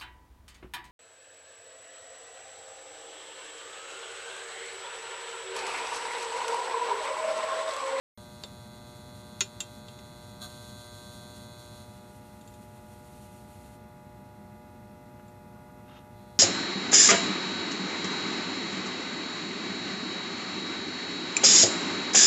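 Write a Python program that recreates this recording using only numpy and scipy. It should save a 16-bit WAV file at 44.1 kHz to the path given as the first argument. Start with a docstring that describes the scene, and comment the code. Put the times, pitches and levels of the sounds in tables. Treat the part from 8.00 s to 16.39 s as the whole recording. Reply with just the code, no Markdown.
"""Mains-powered equipment hums in a small room as its core flexes twice per mains cycle.
Its loose metal cover chatters on every half cycle, flares once into a rattle and then settles;
a thin electric sizzle stops later. A hard object clicks a few times on a bench nearby, and something
scuffs briefly near the end. Ventilation rumbles low underneath it all."""
import sys
import numpy as np
from scipy import signal
from scipy.fft import rfft, irfft, next_fast_len
from scipy.io import wavfile

SR = 44100
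rng = np.random.default_rng(int(sys.argv[2]) if len(sys.argv) > 2 else 0)


def int16_out(signal):
    """Quantize to a 16-bit WAV file."""
    q = np.round(np.clip(np.atleast_2d(signal).T, -1, 1) * 32767)
    wavfile.write(sys.argv[1], SR, q.astype(np.int16))


N = 369999
TIME = np.arange(N) / SR
MAINS_HZ = 59.975
PULSE_HZ = 2 * MAINS_HZ  # one pulse per half cycle; `pulses` below is their running count


# The hum's main tones: (multiple of PULSE_HZ, level with cover seated [dB], level with cover loose [dB])
HUM_TONES = [(1, -71.5, -60), (2, -72.5, -64.5), (3, -63.5, -63), (4, -68.5, -66), (5, -59, -55.5),
             (6, -67.5, -63.5), (7, -58.5, -65.5), (8, -65, -61.5), (9, -79, -67), (10, -70, -64),
             (11, -74, -68.5), (12, -70.5, -69.5), (13, -85, -60), (14, -78, -80), (16, -87, -82),
             (17, -75.5, -71.5), (18, -84.5, -78), (21, -78.5, -74)]
# Faint tones between the main ones: (odd multiple of MAINS_HZ, level [dB])
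FAINT_TONES = [(7, -81), (11, -87), (15, -78.5), (19, -84), (21, -83), (23, -89), (25, -84)]
# Thin whines that do not follow the mains: (pitch [Hz], level [dB])
WHINE_TONES = [(1809, -82), (5432, -90)]

def hum(pulses, waver_db=.5, seated_db=-70, span_db=16, travel_s=0.02, travel_hz=1000):
    """The core flexes with each pulse, not quite evenly; a loose cover changes which tones come out."""
    def tone(cycles, db):
        return amp(db + waver_db * wobble(4.6)) * np.sqrt(2) * np.sin(2 * np.pi * cycles)

    looseness = np.clip((tap_level() - seated_db) / span_db, 0, 1.2)
    drone = 0
    for multiple, tight_db, loose_db in HUM_TONES:
        # A wave of travel_hz crosses the casing in travel_s. Lower ones lag, smearing pulses to a drone.
        lag_cycles = 2 * travel_s * np.sqrt(travel_hz * PULSE_HZ * round(multiple))
        level_db = tight_db + looseness * (loose_db - tight_db)
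        drone += tone(round(multiple) * pulses - lag_cycles, level_db)
    faint = sum(tone(round(multiple) * pulses / 2 + rng.random(), db) for multiple, db in FAINT_TONES)
    whines = sum(tone(hz * TIME, db) for hz, db in WHINE_TONES)
    return drone + faint + whines


# How hard the cover taps as it slips from seat to seat: (time [s], level [dB])
TAP_LEVELS = [(.18, -59), (2.4, -58.8), (2.42, -54.8), (3.1, -55), (3.82, -58), (3.85, -63), (4.1, -66),
              (4.12, -70), (4.27, -73), (4.33, -67), (4.37, -73.5), (8.11, -79), (8.18, -69.5)]
FLARE_START_S, FLARE_RISE_S, FLARE_HOLD_S, FLARE_FALL_S = 2.407, 0.012, 0.024, 0.04

def tap_level(flare_db=10.5):
    """How hard the cover taps at each moment, in dB: the steady chatter plus its one flare."""
    return curve(TAP_LEVELS) + flare_db * swell(FLARE_START_S, FLARE_RISE_S, FLARE_HOLD_S, FLARE_FALL_S)


# The pitches at which the metal cover rings: (pitch [Hz], width [Hz], level [dB])
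COVER_RINGS = [(3454, 98, 4.5), (3820, 330, -4), (4026, 94, 7.5), (4395, 110, 3), (5630, 76, -18),
               (6510, 69, -3), (6790, 78, -1.5), (7400, 73, -8), (9020, 64, -3.5), (9200, 156, -5),
               (10700, 120, -18), (12200, 400, -16)]

def cover_response(hz, steepness=1.2):
    """The cover rings near its own pitches and passes little in between."""
    peaks = (amp(db) / (1 + ((hz - pitch) / width) ** 2) ** steepness for pitch, width, db in COVER_RINGS)
    return fastest_attack(np.sqrt(sum(peak ** 2 for peak in peaks)))


def chatter(pulses, treble_hz=5200, brightening=0.51):
    """The cover taps once per pulse; harder taps are brighter and the hardest break up into a rattle."""
    tap_at = np.interp(np.arange(1, int(pulses[-1]) - 1), pulses, np.arange(N))
    # Each tap is spread over nearby samples, so it can land between two and keep the rhythm even.
    nearby = tap_at.astype(int)[:, None] + np.arange(-8, 9)
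    offset = nearby - tap_at[:, None]
    shape = np.sinc(offset) * np.sinc(offset / 9)
    strength = amp(.5 * rng.standard_normal((len(tap_at), 1)))
    taps = unit(np.bincount(nearby.ravel(), (strength * shape).ravel(), N))
    rattle = rng.standard_normal(N) * bursts(pulses, decay_s=0.003)
    level_db = tap_level()
    rattle_share = np.interp(level_db, [-52, -44], [.01, .35])
    blows = np.sqrt(1 - rattle_share) * taps + np.sqrt(rattle_share) * rattle
    buzz = unit(filtered(blows, cover_response))
    treble = signal.sosfiltfilt(signal.butter(4, treble_hz, "high", fs=SR, output="sos"), buzz)
    hardness_db = np.clip(level_db, -72, -54) + 61
    return amp(level_db) * (buzz - treble + amp(brightening * hardness_db) * treble)


# The tone of the shaking casing: (frequency [Hz], level [dB])
CASING_SPECTRUM = [(600, -27), (720, 0), (900, -25), (1200, 5.5), (1400, -5), (1560, 7.5), (1750, -21),
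                   (2100, -18), (2600, -15)]

def flare(pulses, level_db=-45.5, lag_s=0.006, ring_on_s=.002, roughness=0.44):
    """The hardest taps shake the whole casing, which joins in late and rings lower than the cover."""
    shaking = swell(FLARE_START_S + lag_s, FLARE_RISE_S, FLARE_HOLD_S, FLARE_FALL_S + ring_on_s)
    mains_tones = sum(amp(db) * np.sin(2 * np.pi * (round(hz / PULSE_HZ) * pulses + rng.random()))
                      for hz, db in CASING_SPECTRUM)
    rattle = noise(CASING_SPECTRUM) * bursts(pulses, decay_s=0.016)
    return amp(level_db) * shaking * unit(unit(mains_tones) + roughness * rattle)


# The tone of the hiss before it is tilted brighter or duller: (frequency [Hz], level [dB])
SIZZLE_SPECTRUM = [(1200, -18), (2700, 2.5), (3500, 1), (4500, 0), (5000, -6), (5550, -1.5), (5950, -3),
                   (6500, -2.5), (6850, 2), (7200, -2), (8000, -1.5), (9700, 1.5), (10250, -6), (10800, 0),
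                   (11800, -6), (13300, -6.5), (14000, -4.5)]

def sizzle(pulses, start_db=-68, rise_db_per_s=1.06, stop_s=5.75, fade_s=0.03, flutter_db=2.05):
    """A thin electric hiss pulses with the mains, creeps up and stops; the taps add a hiss of their own."""
    def hiss(db_per_octave):
        return noise([(hz, db + db_per_octave * np.log2(hz)) for hz, db in SIZZLE_SPECTRUM])

    level = amp(start_db + rise_db_per_s * TIME) * np.clip(1 - (TIME - stop_s) / fade_s, 0, 1)
    electric = level * hiss(db_per_octave=1.5) * bursts(pulses, decay_s=0.02)
    duller = hiss(db_per_octave=-3)
    tap_hiss = (duller - keep_lows(duller, edge_hz=3200)) * bursts(pulses, decay_s=0.04)
    tap_gain = amp(tap_level() - 2.5)  # a little under the chatter
    return (electric + tap_gain * tap_hiss) * amp(flutter_db * wobble(30))


# Each hit of the hard object; the last four columns adjust parts of its sound:
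# (time [s], level [dB], spot struck [0-2], knock [dB], thud [dB], highs [dB], top snap [dB])
HITS = [(0.4367, -36, 0, -21, -6.5, -10, 0), (1.4069, -22, 1, -38, -38, -1.5, 1),
        (1.4098, -28, 1, -34, -32, -2, -6), (1.4168, -30, 1, -15.5, -29, -11, -8),
        (1.6043, -28.5, 2, -36, -34, 1, 6), (1.884, -46.5, 2, -18, -14, -10, 4),
        (1.989, -49.5, 1, -10, -10, -9, 0), (4.411, -55, 2, -20, -20, 0, 17),
        (4.476, -53.5, 2, -20, -20, 3, 22), (4.54, -57.5, 2, -20, -20, -1, 10),
        (7.281, -63, 2, -13, -12, 2, 0)]
# The object's ringing tones; a t60 is the time taken to fade by 60 dB:
# (pitch [Hz], t60 [s], level at spot 0 [dB], level at spot 1 [dB], level at spot 2 [dB])
OBJECT_RINGS = [(1405, 0.054, -17, -12, -22), (1960, 0.064, -24, -9, -27), (2066, 0.061, -15, -4.5, -14),
                (2440, 0.11, -27, -14, -18), (2590, 0.057, -28, -7, -28), (2710, 0.12, -24, -18, -8),
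                (2830, 0.05, -15, -7, -18), (3210, 0.15, -26, -17, -10.5), (3400, 0.041, -22, -6, -4),
                (3580, 0.087, 2.5, -12, -6), (3730, 0.068, -18, 1, -6), (3840, .06, -2, -10, -14),
                (4320, 0.078, -13, -10, -14), (4480, 0.024, 8.5, -2, -0.5), (5421, 0.084, -14, -8, -24),
                (6040, 0.075, -22, -7, -16), (6640, .055, -10, 6, -6), (6955, .08, -8, -17, -2),
                (7068, .14, -14, -6, -18), (7480, 0.074, 3, -11, 2), (11200, 0.074, -22, -31, -14)]
# The tone of a hit's sharp crack: (frequency [Hz], level [dB])
CRACK_SPECTRUM = [(200, -30), (500, -28), (1000, -2.5), (1600, -3.5), (2100, -7.5), (3600, 7), (5000, -3),
                  (6200, 1.5), (7200, 6.5), (7800, -6), (9300, -8), (10200, -19), (14000, -18)]
# The tones of the knocked bench: (pitch [Hz], level [dB])
BENCH_RINGS = [(388, 7.5), (720, -10), (950, -7)]
# The bench's dull thud: (frequency [Hz], level [dB])
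THUD_SPECTRUM = [(120, -8), (350, 1), (550, 0), (1000, -10), (1600, -22), (3000, -50)]

def clicks(ring_db=-4, crack_t60=0.038, room_t60=0.19, knock_t60=0.12, thud_t60=0.086,
           highs_hz=5800, snap_hz=10000, hard_hit_db=-40):
    """Each hit cracks, rings the tones its spot favours, knocks the bench and echoes briefly in the room."""
    out, t = np.zeros(N + SR), np.arange(SR // 4) / SR
    tone = lambda hz: np.sin(2 * np.pi * (hz * t + rng.random()))
    fade = lambda db, t60: amp(db - 60 * t / t60)
    spike = amp(12) * (t == 0)
    tail = fade(-5, crack_t60) + fade(-18, room_t60)
    crack_hz, crack_db = np.transpose(CRACK_SPECTRUM)
    for start_s, db, spot, knock_db, thud_db, highs_db, snap_db in HITS:
        # Each hit has its own brightness: its high tones are raised or lowered by highs_db.
        ring = sum(fade(spot_db[round(spot)] + highs_db * (hz > highs_hz) + rng.normal(0, 1), t60)
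                   * tone(hz) for hz, t60, *spot_db in OBJECT_RINGS)
        shaped_db = crack_db + highs_db * (crack_hz > highs_hz) + snap_db * (crack_hz > snap_hz)
        blow = spike + tail * rng.standard_normal(len(t))
        crack = filtered(blow, lambda hz: fastest_attack(unit(gain_at(hz, crack_hz, shaped_db))))
        crack *= amp(.2 * min(db - hard_hit_db, 0))  # light hits crack less
        knock = fade(knock_db, knock_t60) * sum(amp(level) * tone(hz) for hz, level in BENCH_RINGS)
        thud = fade(thud_db, thud_t60) * noise(THUD_SPECTRUM, size=len(t))
        out[round(start_s * SR):][:len(t)] += amp(db) * (amp(ring_db) * ring + crack + knock + thud)
    return out[:N]


# The tone of the rubbing: (frequency [Hz], level [dB])
RUB_SPECTRUM = [(400, -10), (1350, 7), (1750, -2), (1950, 0), (2350, -6), (2830, 5), (3020, -3), (3250, 5),
                (3480, -6), (3680, 4), (3900, -7), (4500, -10), (6800, -11), (9000, -32)]
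# Soft touches and slides: (time of peak [s], level [dB], rise and fall time [s], upper edge [Hz])
SCUFF_STROKES = [(7.198, -53, .007, 2700), (7.57, -61, .04, 2400), (7.695, -55, .014, 2000),
                 (7.78, -64, .03, 2000), (7.897, -57, 0.018, 5000), (7.928, -61.5, .018, 4500),
                 (7.972, -52.5, 0.022, 9000)]

def scuff(grain_db=2):
    """Something touches and slides in short strokes that swell and fade, catching unevenly."""
    rub = unit(noise(RUB_SPECTRUM) * amp(grain_db * wobble(250)))
    return sum(amp(db) * np.exp(-abs(TIME - peak_s) / fade_s) * keep_lows(rub, edge_hz, steepness=6)
               for peak_s, db, fade_s, edge_hz in SCUFF_STROKES)


# The tone of the air duct's rumble: (frequency [Hz], level [dB])
DUCT_SPECTRUM = [(20, -38), (36, -25), (57, -5), (68, -0.5), (80, -5), (103, 5), (135, -0.5), (163, -3.5),
                 (180, -0.5), (212, 6.5), (243, -4.5), (264, 0.5), (288, -10), (305, -9.5), (500, -34)]
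# The tone of the steady airy hiss: (frequency [Hz], level [dB])
AIR_SPECTRUM = [(150, -1.5), (380, 7), (520, 2.5), (900, -1), (1200, -5), (1500, -4.5), (1760, -11),
                (2000, -3), (2380, -13.5), (2720, -8), (3060, -19), (3400, -13.5), (5000, -35), (5300, -35),
                (5450, -16), (5700, -32.5), (14000, -18.5)]

def ventilation(bass_db=-53.5, duct_db=-54.5, air_db=-61.0, bass_follows=0.11):
    """A duct rumbles under an even airy hiss; the bass is a little fuller while the cover chatters."""
    rumble = noise(DUCT_SPECTRUM)
    bass = keep_lows(rumble, edge_hz=155)
    chatter_db = curve(TAP_LEVELS)
    lift_db = bass_follows * (chatter_db - chatter_db.mean())
    air = amp(air_db + 0.21 * wobble(15)) * noise(AIR_SPECTRUM)
    return amp(bass_db + lift_db) * unit(bass) + amp(duct_db) * unit(rumble - bass) + air


def amp(db):
    """Turn decibels into a number to multiply a sound by."""
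    return 10 ** (np.asarray(db) / 20)


def unit(x):
    """Scale to an average (rms) level of 1."""
    return x / np.sqrt(np.mean(x ** 2) + 1e-20)


def curve(rows):
    """Join (time [s], value) points with straight lines, one value per sample."""
    return np.interp(TIME, *np.transpose(rows))


def wobble(rate):
    """A random curve that heads for a new value `rate` times a second."""
    points = rng.standard_normal(int(N * rate / SR) + 4)
    return np.interp(TIME * rate, np.arange(len(points)), points)


def swell(start_s, rise_s, hold_s, fall_s):
    """Rise from 0 to 1, hold, and fall back."""
    t = TIME - start_s
    return np.clip(np.minimum(t / rise_s, 1 - (t - rise_s - hold_s) / fall_s), 0, 1)


def bursts(pulses, decay_s):
    """A level that jumps up on each pulse and then dies away."""
    return unit(np.exp(-(pulses % 1) / PULSE_HZ / decay_s))


def filtered(x, response):
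    """Multiply each frequency in x by response(hz)."""
    size = next_fast_len(len(x) + 8192)
    return irfft(rfft(x, size) * response(np.fft.rfftfreq(size, 1 / SR)), size)[:len(x)]


def keep_lows(x, edge_hz, steepness=10):
    """Fade out the frequencies above edge_hz."""
    return filtered(x, lambda hz: 1 / (1 + (hz / edge_hz) ** steepness))


def gain_at(hz, points_hz, points_db):
    """Read the gain at hz off a line drawn through the points."""
    return amp(np.interp(np.log(hz + 1), np.log(points_hz), points_db))


def noise(spectrum, size=N):
    """Noise at an average level of 1, shaped by (frequency [Hz], level [dB]) rows."""
    return unit(filtered(rng.standard_normal(size), lambda hz: gain_at(hz, *np.transpose(spectrum))))


def fastest_attack(gain):
    """A filter with these gains that starts as sharply as possible and rings only afterwards."""
    cepstrum = irfft(np.log(gain + 1e-6))
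    cepstrum[1:len(gain) - 1] *= 2
    cepstrum[len(gain):] = 0
    return np.exp(rfft(cepstrum))


def scene():
    """Mix the sources; hum, chatter, flare and sizzle share the same slightly drifting mains pulses."""
    pulses = PULSE_HZ * TIME + 0.0018 * wobble(1.9)
    equipment = hum(pulses) + chatter(pulses) + flare(pulses) + sizzle(pulses)
    return (equipment + ventilation() + clicks() + scuff())[None]


def record(dry):
    """The sound cuts in after a short silence; the microphone misses one narrow band and the very top."""
    start_s, top_hz = 0.175, 13980
    notch_hz, width_hz, depth = 3045, 66, 0.93

    def microphone(hz):
        band = 1j * hz * width_hz / (notch_hz ** 2 - hz * hz + 1j * hz * width_hz)
        return (1 - depth * band) * (hz < top_hz)

    return filtered(dry[0] * (TIME > start_s), microphone)[None]


dry = scene()
out = record(dry)
int16_out(out)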